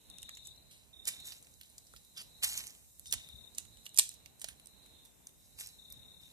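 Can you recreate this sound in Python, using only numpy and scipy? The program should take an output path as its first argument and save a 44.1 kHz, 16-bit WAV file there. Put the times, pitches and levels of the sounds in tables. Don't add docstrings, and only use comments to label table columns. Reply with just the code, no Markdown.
import sys
import numpy as np
from scipy import signal
from scipy.fft import rfft, irfft, next_fast_len
from scipy.io import wavfile
from scipy.ndimage import uniform_filter1d, minimum_filter1d

SR = 44100
rng = np.random.default_rng(int(sys.argv[2]) if len(sys.argv) > 2 else 0)


def master_out(mix):
    frames = np.transpose(np.atleast_2d(mix))
    ceiling = np.clip(frames, -1, 1)
    pcm = np.round(ceiling * 32767).astype(np.int16)
    wavfile.write(sys.argv[1], SR, pcm)


def how_loud(loudness_db):
    steps = np.asarray(loudness_db, float) / 20
    return 10 ** steps


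N = 278712


def colour(x, points):
    size = next_fast_len(x.shape[-1])
    hz = np.fft.rfftfreq(size, 1 / SR)
    f, db = np.transpose(points)
    gain = how_loud(np.interp(np.log(hz + 1), np.log(f), db, left=-90, right=-90))
    return irfft(rfft(x, size) * gain, size)[..., :x.shape[-1]]


def evened(x):
    return x / np.sqrt(np.mean(x ** 2) + 1e-20)


def curve(rows):
    s, value = np.transpose(rows)
    return np.interp(np.arange(N) / SR, s, value)


def resonate(x, hz, width_hz):
    turn = np.exp(2j * np.pi * np.cumsum(hz * np.ones(x.shape[-1])) / SR)
    r = np.exp(-np.pi * width_hz / SR)
    low = signal.lfilter([1 - r], [1, -r], x / turn)
    low = signal.lfilter([1 - r], [1, -r], low)
    return 2 * (turn * low).real


def drift(per_s):
    size = max(round(SR / per_s), 1)
    return evened(uniform_filter1d(uniform_filter1d(rng.standard_normal((2, N)), size), size))


def swell(s, db, rise_ms, fall_ms):
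    age_ms = 1000 * (np.arange(4, N + 8, 8) / SR - s)
    drop = np.maximum(-age_ms / rise_ms, age_ms / fall_ms)
    return np.repeat(how_loud(2 * db - 40 * drop), 8)[:N]


# t/s, left microphone delay/samples
LEFT_LAG = [(.3, 13), (1.0, 8), (1.3, 7), (1.9, 10), (2.4, 6.8), (2.9, 7), (3.04, 9), (3.2, 9), (3.9, 11),
            (4.4, 9.4), (5.3, 8), (5.6, 6.6)]
# f/Hz, share [0-1]
UNSHARED = [(1500, .25), (3600, .22), (5000, .5), (8000, .65), (14000, .75)]
# f/Hz, level/dB
CASE_SHADOW = [(20, -9), (8000, 2.5), (11000, -4.5), (22000, -5)]


def spaced(x, pan_db, start=0):
    at = np.arange(x.shape[1])
    pan_db = np.clip(pan_db, -10, 3)
    lag = np.round(np.interp((start + at) / SR, *np.transpose(LEFT_LAG))).astype(int)
    shared_db = [(f, 10 * np.log10(1 - u ** 2)) for f, u in UNSHARED]
    alone_db = [(f, 20 * np.log10(u)) for f, u in UNSHARED]
    shared = colour(x[0, at - lag], [(20, 0)] + shared_db + [(SR, -3)])
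    alone = colour(x[1], [(20, -20)] + alone_db + [(SR, -3)])
    left = colour(shared + alone, CASE_SHADOW)
    return np.array([left * how_loud(pan_db / 2), x[0] * how_loud(-pan_db / 2)])


# peak t/s, level/dB, rise/ms, fall/ms
PUFFS = [(.1, -67.5, 100, 54), (.24, -69, 140, 98), (.49, -66, 310, 120), (.6, -74.5, 91, 870),
         (1.1, -76, 400, 360), (1.32, -70, 250, 105), (1.61, -64, 190, 88), (1.97, -70, 300, 74),
         (2.38, -73, 370, 180), (2.54, -63, 410, 180), (2.86, -71, 190, 76), (3.16, -58.5, 150, 67),
         (3.37, -63, 190, 115), (3.7, -71.5, 330, 220), (4.07, -68, 65, 160), (4.27, -71, 100, 82),
         (4.49, -69.5, 150, 100), (4.9, -76, 500, 520), (5.4, -71, 180, 280), (5.63, -67.5, 340, 270),
         (5.98, -68.5, 280, 200), (6.21, -70, 130, 220)]
# f/Hz, level/dB
WIND_SPECTRUM = [(12, -33), (20, -24), (30, -19), (48, -0.5), (65, 1.5), (161, -10.5), (200, -12.5),
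                 (300, -20.5), (390, -36), (660, -120)]


def wind(lumps):
    breeze_db = -79
    level = np.sqrt(how_loud(2 * breeze_db) + sum(swell(*row) for row in PUFFS))
    noise = evened(colour(rng.standard_normal((2, N)), WIND_SPECTRUM))
    side = how_loud(np.array([[-.9], [.9]]))
    return level * how_loud(6.0 + 2.6 * lumps) * noise * side


# f/Hz, level/dB
HUM_SPECTRUM = [(71, -30.5), (120, 0), (257, -2.5), (349, -7), (661, -8.5), (791, -9.5), (947, -12),
                (1270, -18.5), (2680, -16), (3300, -19), (4290, -60.5), (7260, -120)]
# t/s, level/dB
HUM_LEVEL = [(0, -72.5), (.8, -77), (1.3, -72.5), (1.78, -78), (2.64, -71.5), (2.92, -80), (3.29, -74),
             (3.75, -76), (6.32, -75)]


def hum(lumps):
    noise = rng.standard_normal((2, N))
    noise = noise + 0.042 * noise[::-1]
    return how_loud(curve(HUM_LEVEL) + 6.0 + 2.4 * lumps) * evened(colour(noise, HUM_SPECTRUM))


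# f/Hz, level/dB
HISS_SPECTRUM = [(2500, -28.5), (5000, -9), (7500, 0.5), (11000, -3.5), (16000, -1)]


def hiss():
    level_db = -68.5 + 3.8 * drift(0.99)[0]
    return how_loud(level_db) * evened(colour(rng.standard_normal((2, N)), HISS_SPECTRUM))


# t/s, level/dB
FLAME_FIZZ = [(0, -87), (.9, -119), (1.05, -87), (1.5, -69), (2.4, -99), (2.85, -97), (3.2, -83),
              (3.84, -66), (3.92, -82), (4.38, -90), (4.6, -85), (4.86, -73), (5.2, -90), (5.5, -68),
              (5.9, -70), (6.32, -77.5)]
# peak t/s, level/dB, rise/ms, fall/ms, woody body re level/dB
HANDFULS = [(.24, -66.5, 1100, 1500, -7), (.463, -55.5, 68, 69, -16), (.712, -58, 10, 190, -4.5),
            (1.074, -41, 21, 135, -5.5), (1.276, -43.5, 54, 125, -8), (1.624, -62, 36, 190, -3),
            (1.939, -67, 530, 520, -10), (2.172, -51, 17, 130, -15), (2.218, -48, 68, 28, -14),
            (2.436, -27.5, 11.2, 41, -4.5), (2.472, -37, 24, 216, -6.5), (2.586, -44.5, 150, 124, -5),
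            (2.577, -38, 14, 30, -8), (3.068, -51, 23, 56, -17), (3.582, -47, 12, 50, -8),
            (4.486, -52, 11, 60, -2.5), (3.138, -34.5, 26, 16, -6.5), (3.15, -54, 11, 220, 0),
            (3.859, -50.5, 20, 42, -32), (3.945, -59, 19, 110, -5), (3.991, -23.5, 7.8, 19, -22),
            (4.005, -40, 11, 120, -13), (4.127, -69, 100, 320, -5), (4.448, -55.5, 52, 140, -7),
            (5.064, -65.5, 60, 105, -25), (5.45, -64.5, 130, 150, -20), (3.081, -50, 8, 25, -17),
            (5.268, -76, 5.7, 160, -22), (5.598, -43.5, 26, 130, -8), (6.212, -63, 15, 900, -4.5)]
# peak t/s, share/dB, rise/ms, fall/ms
SETTLING = (3, -3, 41, 247.5)
# f/Hz, level/dB
LEAF_SPECTRUM = [(2600, -26), (3600, -6), (5500, -1), (7500, 0), (10000, 3), (13000, -1.5), (16000, -11.5)]
# f/Hz, level/dB
BODY_SPECTRUM = [(450, -15), (800, -6), (1300, -4.5), (2300, 4), (2900, 7.5), (4200, 4), (6000, -33.5)]


def patchy(leaf, depth_db):
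    z = signal.stft(leaf, nperseg=256)[2]
    patches = rng.standard_normal(z[0].shape)
    patches = uniform_filter1d(patches, size=6, axis=0)
    patches = evened(uniform_filter1d(patches, size=8, axis=1))
    return evened(signal.istft(z * how_loud(depth_db * patches), nperseg=256)[1][:, :N])


def rustle():
    fizz_body_db = -18
    fizz = how_loud(2 * curve(FLAME_FIZZ))
    crush = [swell(*row[:4]) for row in HANDFULS]
    level = np.sqrt(fizz + sum(crush))
    crush_body = sum(p * how_loud(2 * row[4]) for p, row in zip(crush, HANDFULS))
    woody = np.sqrt(fizz * how_loud(2 * fizz_body_db) + crush_body)

    ticks_per_s = 700
    tick_size = how_loud(4.5 * np.minimum(rng.exponential(1, (2, N)), 3.2))
    ticks = tick_size * (rng.random((2, N)) < ticks_per_s / SR)
    clumps = uniform_filter1d(uniform_filter1d(ticks, size=30), size=30)
    dull, bright = evened(clumps * how_loud(1.1 * drift(68)))

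    noise = rng.standard_normal((2, 2, N))
    low = evened(resonate(noise[0] * (dull + 1.7), 5500, 4500))
    high = evened(noise[1] * (bright + 1.9))
    settle = np.sqrt(swell(*SETTLING))
    leaf = (0.14 + 1.2 * settle) * low + (1 - .7 * settle) * high
    leaf = patchy(evened(colour(leaf, LEAF_SPECTRUM)), depth_db=2)
    body = woody / level * evened(colour(noise[0] * (dull + 1.5), BODY_SPECTRUM))
    return how_loud(-0.5) * level * spaced(leaf + body, -0.56)


# t/s, level/dB
CHORUS_LEVEL = [(0, -74.5), (.33, -65.5), (.81, -75.5), (1.02, -105), (1.21, -61), (1.45, -78), (1.9, -78),
                (2.53, -66), (2.76, -89), (3.2, -72.5), (4.12, -70.5), (4.45, -81.5), (4.65, -73),
                (5.0, -67.5), (5.15, -82.5), (5.38, -80), (5.76, -72), (6.32, -73)]


def chorus():
    hz = 3902 * (1 + 0.026 * drift(2.2)[0])
    noise = rng.standard_normal((2, 2, N))
    far = evened(resonate(noise[0], hz, 330)) + .45 * evened(resonate(noise[1], 4070, 110))
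    return how_loud(curve(CHORUS_LEVEL) + 5.5) * how_loud(2 * drift(60)) * far


def whine():
    level_db = -80.5 + 2 * drift(2.1)
    return how_loud(level_db) * evened(resonate(rng.standard_normal((2, N)), 13500, 70))


# first stroke t/s, last t/s, strokes/s, f/Hz, left-right level/dB
NEAR_TRILLS = [
    (.096, .525, 34.5, 3730, 12),
    (.927, 1.33, 35.2, 3690, -4),
    (3.054, 3.49, 34.5, 3730, 12),
    (5.7815, 6.28, 34.4, 3730, 13),
]
NEAR_TRILL_DB = [-67.5, -65, -67.5, -70.5]


def crickets():
    out, t = np.zeros((2, N)), np.arange(N) / SR
    arch = .2
    for (s0, s1, per_s, hz, pan_db), db in zip(NEAR_TRILLS, NEAR_TRILL_DB):
        turn = (t - s0) * per_s
        u = np.clip((turn % 1 - .02) / .74, 0, 1)
        stop = np.sin(np.pi / 2 * np.minimum((1 - u) / .2, 1))
        stroke = np.minimum(u / .5, 1) * (.7 + .3 * u) * stop
        strength = how_loud(.8 * rng.standard_normal(40))[np.clip(turn, 0, 39).astype(int)]
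        pitch_hz = hz * (1.006 - arch * (u - .48) ** 2 + .003 * drift(200)[0])
        blur = evened(resonate(rng.standard_normal(N), hz, 300))
        tone = np.sin(2 * np.pi * np.cumsum(pitch_hz) / SR) + .3 * blur
        song = how_loud(db + 15.5) * tone * stroke * strength * (t > s0) * (t < s1)
        out += np.array([how_loud(pan_db / 2) * song, how_loud(-pan_db / 2) * np.roll(song, 4)])
    return out


# t/s, level/dB, length/ms, woody body re level/dB
HAND_TWIGS = [(0.1012, -35.5, 0.55, -30), (0.185, -41, 1.1, -9.5), (0.23, -38, 1.9, -9.5),
              (0.2933, -37.5, 1.34, -5.5), (1.0548, -34.5, 1.3, -28), (1.073, -31, 4.2, -10),
              (1.0766, -29.5, 6.2, -17), (1.0806, -25, 2.4, -11.5), (1.0852, -30.5, 5.2, -6),
              (1.781, -41.5, 3.3, -14.5), (2.427, -31.5, 1.8, -5), (2.4331, -24, 1.6, -17),
              (2.439, -31.5, 1.3, -4), (2.4422, -29, 1.1, -9), (2.4437, -20.5, 2.4, -10),
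              (2.4478, -23, 1.5, -27), (2.5415, -35, 1.3, -13.5), (2.5766, -28, 1.8, -15.5),
              (2.6702, -35, 0.94, -18), (2.9965, -36, .8, -30), (3.1255, -19.5, 1.53, -17),
              (3.1328, -29, 1.5, -6), (3.1384, -27.5, 2.7, -8), (3.5835, -25.5, 1.8, -14.5),
              (3.8643, -44, 3.2, -1), (4.092, -30.5, .9, -20), (4.4156, -38.5, 5.4, -8.5),
              (4.444, -27.5, 1, -7.5), (5.271, -39, 1.7, -14), (5.6086, -42, 2.5, 0)]
# t/s, peak level/dB, brightest f/Hz, length/ms
SPLINTER_CRACKS = [(0.2196, -41.5, 6900, 2.9), (1.969, -47.5, 5300, 4.7), (2.4014, -59, 8000, 3),
                   (2.49, -48, 6300, 1.7), (2.676, -34, 7400, 3.5), (2.986, -55, 7600, 5.3),
                   (3.0745, -39, 9000, 1.6), (3.1111, -32, 9700, 3.1), (3.122, -34, 8600, 3.7),
                   (3.9594, -38, 9700, 3.5), (3.965, -33, 9990, 2.5), (4.012, -34, 6100, 3.1),
                   (4.021, -37.5, 8000, 2), (4.03, -34.5, 6920, 2), (4.3961, -45.5, 9900, 3.5),
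                   (4.4077, -45, 8000, 4.3), (4.448, -33, 6060, 1.4), (5.5975, -39, 7600, 6.9)]
# t/s, peak level/dB, brightest f/Hz, length/ms
LEAF_CRACKS = [(.351, -44.5, 6460, 4.2), (.4524, -45, 6220, 3), (.458, -51, 7610, 2.3),
               (.4717, -34, 8050, 2.7), (.5614, -53.5, 6020, 3), (.7088, -54, 8410, 2.5),
               (1.2532, -39, 7490, 3.2), (1.272, -37, 6200, 2.5), (1.4268, -40.5, 7750, 2.5),
               (1.4469, -51, 5480, 3.6), (1.512, -52, 10100, 2.6), (1.5393, -49.5, 6250, 3.2),
               (1.633, -46, 4600, 3), (1.6994, -49.5, 10300, 3.6), (1.85, -55, 9140, 2.7),
               (1.8687, -50, 5800, 4), (2.0492, -49, 12000, 2.7), (2.165, -48, 5290, 2.4),
               (2.176, -38, 5300, 5.2), (2.7057, -39.5, 7200, 2.4), (3.069, -38, 8400, 1.5),
               (3.1072, -41, 8450, 2.4), (3.5139, -62, 10100, 2.5), (3.542, -53, 8210, 2.5),
               (3.549, -40, 7900, 3.3), (3.555, -47, 9580, 3.2), (3.7444, -53, 9430, 2.5),
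               (3.8926, -43, 7910, 2.6), (3.9444, -37, 9820, 2.5), (4.1407, -43.5, 7150, 2.9),
               (4.6588, -41, 8050, 1.75), (4.6712, -38.5, 9600, 1.8), (5.0517, -46, 12400, 2.3),
               (5.0572, -46, 8120, 2.5), (5.6615, -38, 6030, 2.5), (5.6716, -35, 7460, 1.9),
               (5.689, -39.5, 6000, 1.7), (5.9015, -42, 10100, 2.9), (5.9234, -36, 11600, 2.9)]
# t/s, peak level/dB, brightest f/Hz, length/ms
STEM_POPS = [(0.3706, -44.5, 6000, 6), (1.2015, -43.5, 8500, 3.6), (1.2844, -40, 5960, 2.8),
             (1.321, -39.5, 4740, 6.1), (1.4699, -47.5, 6800, 2.8), (1.612, -40.5, 12100, 2.9),
             (1.9364, -48, 8400, 2.3), (1.9628, -41, 5540, 2.3), (2.6048, -36.5, 6030, 2.8),
             (2.6388, -39, 6660, 2.8), (2.6967, -47, 6550, 2.8), (2.7252, -50, 7400, 2.5),
             (2.7498, -49, 7640, 2.8), (2.8454, -56, 7340, 2.8), (3.0579, -43.5, 6570, 2.1),
             (3.2884, -37, 12700, 1.2), (3.6513, -47, 8350, 3.7), (3.771, -46, 8900, 3.6),
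             (3.8457, -68, 9100, 2.5), (3.855, -42.5, 5600, 3.6), (4.116, -44, 11000, 1.5),
             (4.26, -40.5, 6260, 2.1), (4.4866, -33.5, 9800, 3.1), (4.5979, -43.5, 11800, 2),
             (4.8614, -49, 9000, 2.5), (5.292, -50, 10900, 2.3), (5.5888, -38, 7700, 1.6),
             (5.6204, -41, 7700, 2.9), (5.6364, -41.5, 6050, 3.3), (5.6784, -47, 6080, 2.5)]
# t/s, level/dB, length/ms, woody body re level/dB, left-right level/dB
THICK_BREAK = [
    (3.975, -23.5, 1.8, -20.5, -16),
    (3.9864, -13, 3.7, -19, -12.5),
    (3.9901, -21, 1.1, -19, 4),
    (3.9927, -15, 0.99, -10, -1),
    (3.995, -11, 1.6, -11, 9.5),
    (3.998, -26.5, 2.1, -24.5, -4),
]


def cracks():
    peak_over_db = 6
    big_ring, small_ring = 0.43, .9
    kinds = (LEAF_CRACKS + SPLINTER_CRACKS, -21.5), (STEM_POPS, -5)  # events, body/dB
    small = [(s, db - peak_over_db, ms, body_db, hz, small_ring)
             for rows, body_db in kinds for s, db, hz, ms in rows]
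    loose = [row + (7600, big_ring) for row in HAND_TWIGS] + small
    held = np.arange(len(loose)) < len(HAND_TWIGS)
    scatter = np.where(held, .4, 1)
    pan_db = -4.5 + 7.5 * rng.standard_normal(len(loose)) * scatter
    thick = [row[:4] + (9300, big_ring, row[4]) for row in THICK_BREAK]
    return thick + [row + (p,) for row, p in zip(loose, pan_db)]


def snaps():
    size = 2048
    out, t = np.zeros((2, N + size)), np.arange(size) / SR
    for s, db, ms, body_db, kind_hz, ring, pan_db in cracks():
        noise = rng.standard_normal((5, size))
        hz = kind_hz * np.exp(0.11 * noise[4, 0])
        breaks = how_loud(0.94 * evened(uniform_filter1d(noise[4], size=24)))
        leaf = evened(colour(noise[:2], LEAF_SPECTRUM))
        leaf = leaf + ring * evened(resonate(noise[:2], hz, 2600))
        shape = np.exp(-t / (0.0011 * ms)) * np.minimum(t / (0.00033 * ms), 1)
        burst = leaf * breaks * shape
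        burst = burst / np.sqrt(np.mean(burst[:, :256] ** 2) / np.mean(shape[:256] ** 2))
        knock_shape = np.exp(-t / (.0015 + .7e-3 * ms)) * np.sin(np.pi / 2 * np.minimum(t / .0012, 1)) ** 2
        knock = evened(colour(noise[2:4], BODY_SPECTRUM)) * knock_shape
        at = round(s * SR) - 30
        crack = spaced(burst + how_loud(body_db) * knock, pan_db, start=at)
        out[:, at:at + size] += how_loud(db + 2.0) * crack
    return out[:, :N]


# t/s, level/dB, f/Hz, t60/s
WOOD_RINGS = [(3.9866, -21, 5600, .012), (3.9935, -19, 5640, .016), (3.995, -23, 4000, .014),
              (1.078, -50, 480, .04), (3.128, -50, 420, .04), (4.0995, -50, 4000, .04),
              (4.51, -52, 1800, .012), (3.1262, -27, 3450, .018), (3.139, -33, 3100, .014),
              (3.988, -25, 4300, .012), (4.0923, -33, 10200, .009), (4.0925, -41, 5000, .008),
              (4.004, -40, 2700, .03), (1.7812, -48, 4800, .012), (4.499, -54, 1500, .012),
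              (0.29, -38, 1820, 0.011), (0.292, -45, 1250, 0.015), (1.938, -44, 1370, 0.017),
              (1.9395, -53, 560, 0.015), (3.864, -32, 2990, 0.012), (3.986, -21, 2405, 0.033),
              (3.994, -36, 950, .02), (4.038, -48, 3400, .04), (4.054, -48, 3350, .05),
              (4.261, -48, 2700, .015), (4.443, -38, 645, 0.02), (4.4862, -40, 1645, 0.016),
              (5.2696, -37, 6200, 0.009)]
# (f/Hz, width/Hz, level/dB)
TWIG_SCRAPE = (2.155, 2.226, -47.5), [(1620, 340, -7.5), (3580, 820, 7), (5300, 1000, 3)]


def scrape():
    t = np.arange(N) / SR
    (s0, s1, db), modes = TWIG_SCRAPE
    slips = rng.standard_normal(N) * how_loud(2.5 * drift(400)[0])
    sag = 1 - .17 * np.clip((t - s0) / (s1 - s0), 0, 1)
    rub = evened(sum(how_loud(d) * evened(resonate(slips, hz * sag, width)) for hz, width, d in modes))
    return how_loud(db) * rub * np.clip((t - s0) / 0.025, 0, 1) ** 1.3 * np.clip((s1 - t) / 0.01, 0, 1)


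def sticks():
    out, age = np.zeros(N), np.arange(SR // 8) / SR
    for s, db, hz, t60 in WOOD_RINGS:
        ring = np.sin(2 * np.pi * hz * age) * np.minimum(age / 0.00053, 1)
        out[round(s * SR):][:len(age)] += how_loud(db - 60 * age / t60) * ring
    out += scrape()
    return spaced(np.array([out, out]), -2.2)


# f/Hz, t60/s
ECHO_T60 = [(500, 0.06), (2500, 0.24), (7000, 0.31), (14000, 0.05)]


def trees(x):
    hz, t, z = signal.stft(rng.standard_normal((2, SR // 3)), SR, nperseg=128)
    band_hz, band_t60 = np.transpose(ECHO_T60)
    t60 = np.interp(np.log(hz + 1), np.log(band_hz), band_t60)
    tail = signal.istft(z * how_loud(-60 * t / t60[:, None]), SR, nperseg=128)[1]
    return signal.fftconvolve(x, tail / np.linalg.norm(tail[0]), axes=1)[:, :N]


def scene():
    lumps = drift(9)
    far = wind(lumps) + hum(lumps) + hiss() + chorus() + whine()
    leaves = rustle()
    near = crickets()
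    twigs = snaps() + sticks()
    echo = how_loud(-14) * trees(twigs) + how_loud(-12) * trees(near)
    return far + leaves + near + twigs + echo


def smooth_db(power, size, axis):
    return 10 * np.log10(uniform_filter1d(power, size=size, axis=axis) + 1e-20)


def drop_masked(x, top_hz):
    turn = np.array([[1, 1], [1, -1]]) / np.sqrt(2)
    hz, t, z = signal.stft(turn @ x, SR, nperseg=2048)
    power = abs(z) ** 2
    band_db, wide_db = smooth_db(power, 7, 1), smooth_db(power, 16, 1)
    both_db = smooth_db(power.mean(0), 30, 0)
    nearby_db = -minimum_filter1d(-both_db, size=70, axis=0, origin=12)
    uneven_db = 2.5 * evened(uniform_filter1d(rng.standard_normal(both_db.shape), size=10, axis=0))
    masked = band_db < nearby_db - 19 + 2.4 * uneven_db
    masked |= wide_db < wide_db[::-1] - 8.5 + uneven_db
    masked &= ((hz > 2400) & (hz < 7000))[:, None]
    quiet_db = (-62 - wide_db[:, 480:640].mean((0, 1))).clip(0, 30)
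    ragged_hz = top_hz + 500 + 110 * uneven_db[0] - 18 * quiet_db
    masked |= (hz[:, None] > ragged_hz) & (hz < top_hz + 300)[:, None]
    kept = np.where(masked, 0, z) * (hz < 15900)[:, None]
    return turn @ signal.istft(kept, SR, nperseg=2048)[1][:, :N]


def top_on_attacks(x, top_hz):
    lowpass = signal.firwin(511, top_hz, fs=SR, window=("kaiser", 9))
    low = signal.oaconvolve(x, lowpass[None], "same")
    power = ((x - low) ** 2).sum(0)
    attack = uniform_filter1d(power, size=64) > 5.5 * uniform_filter1d(power, size=2000)
    gate = np.clip(uniform_filter1d(1. * attack, size=400) * 8, 0, 1)
    return low + how_loud(-7) * gate * (x - low)


def band_limit(x):
    return signal.sosfilt(signal.butter(12, 16260, fs=SR, output="sos"), x)


def record(dry):
    top_hz = 14250
    limited = np.tanh(how_loud(np.array([[-1.8], [-.7]])) * dry)
    mix = top_on_attacks(drop_masked(limited, top_hz), top_hz)
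    return band_limit(mix)


dry = scene()
out = record(dry)
master_out(out)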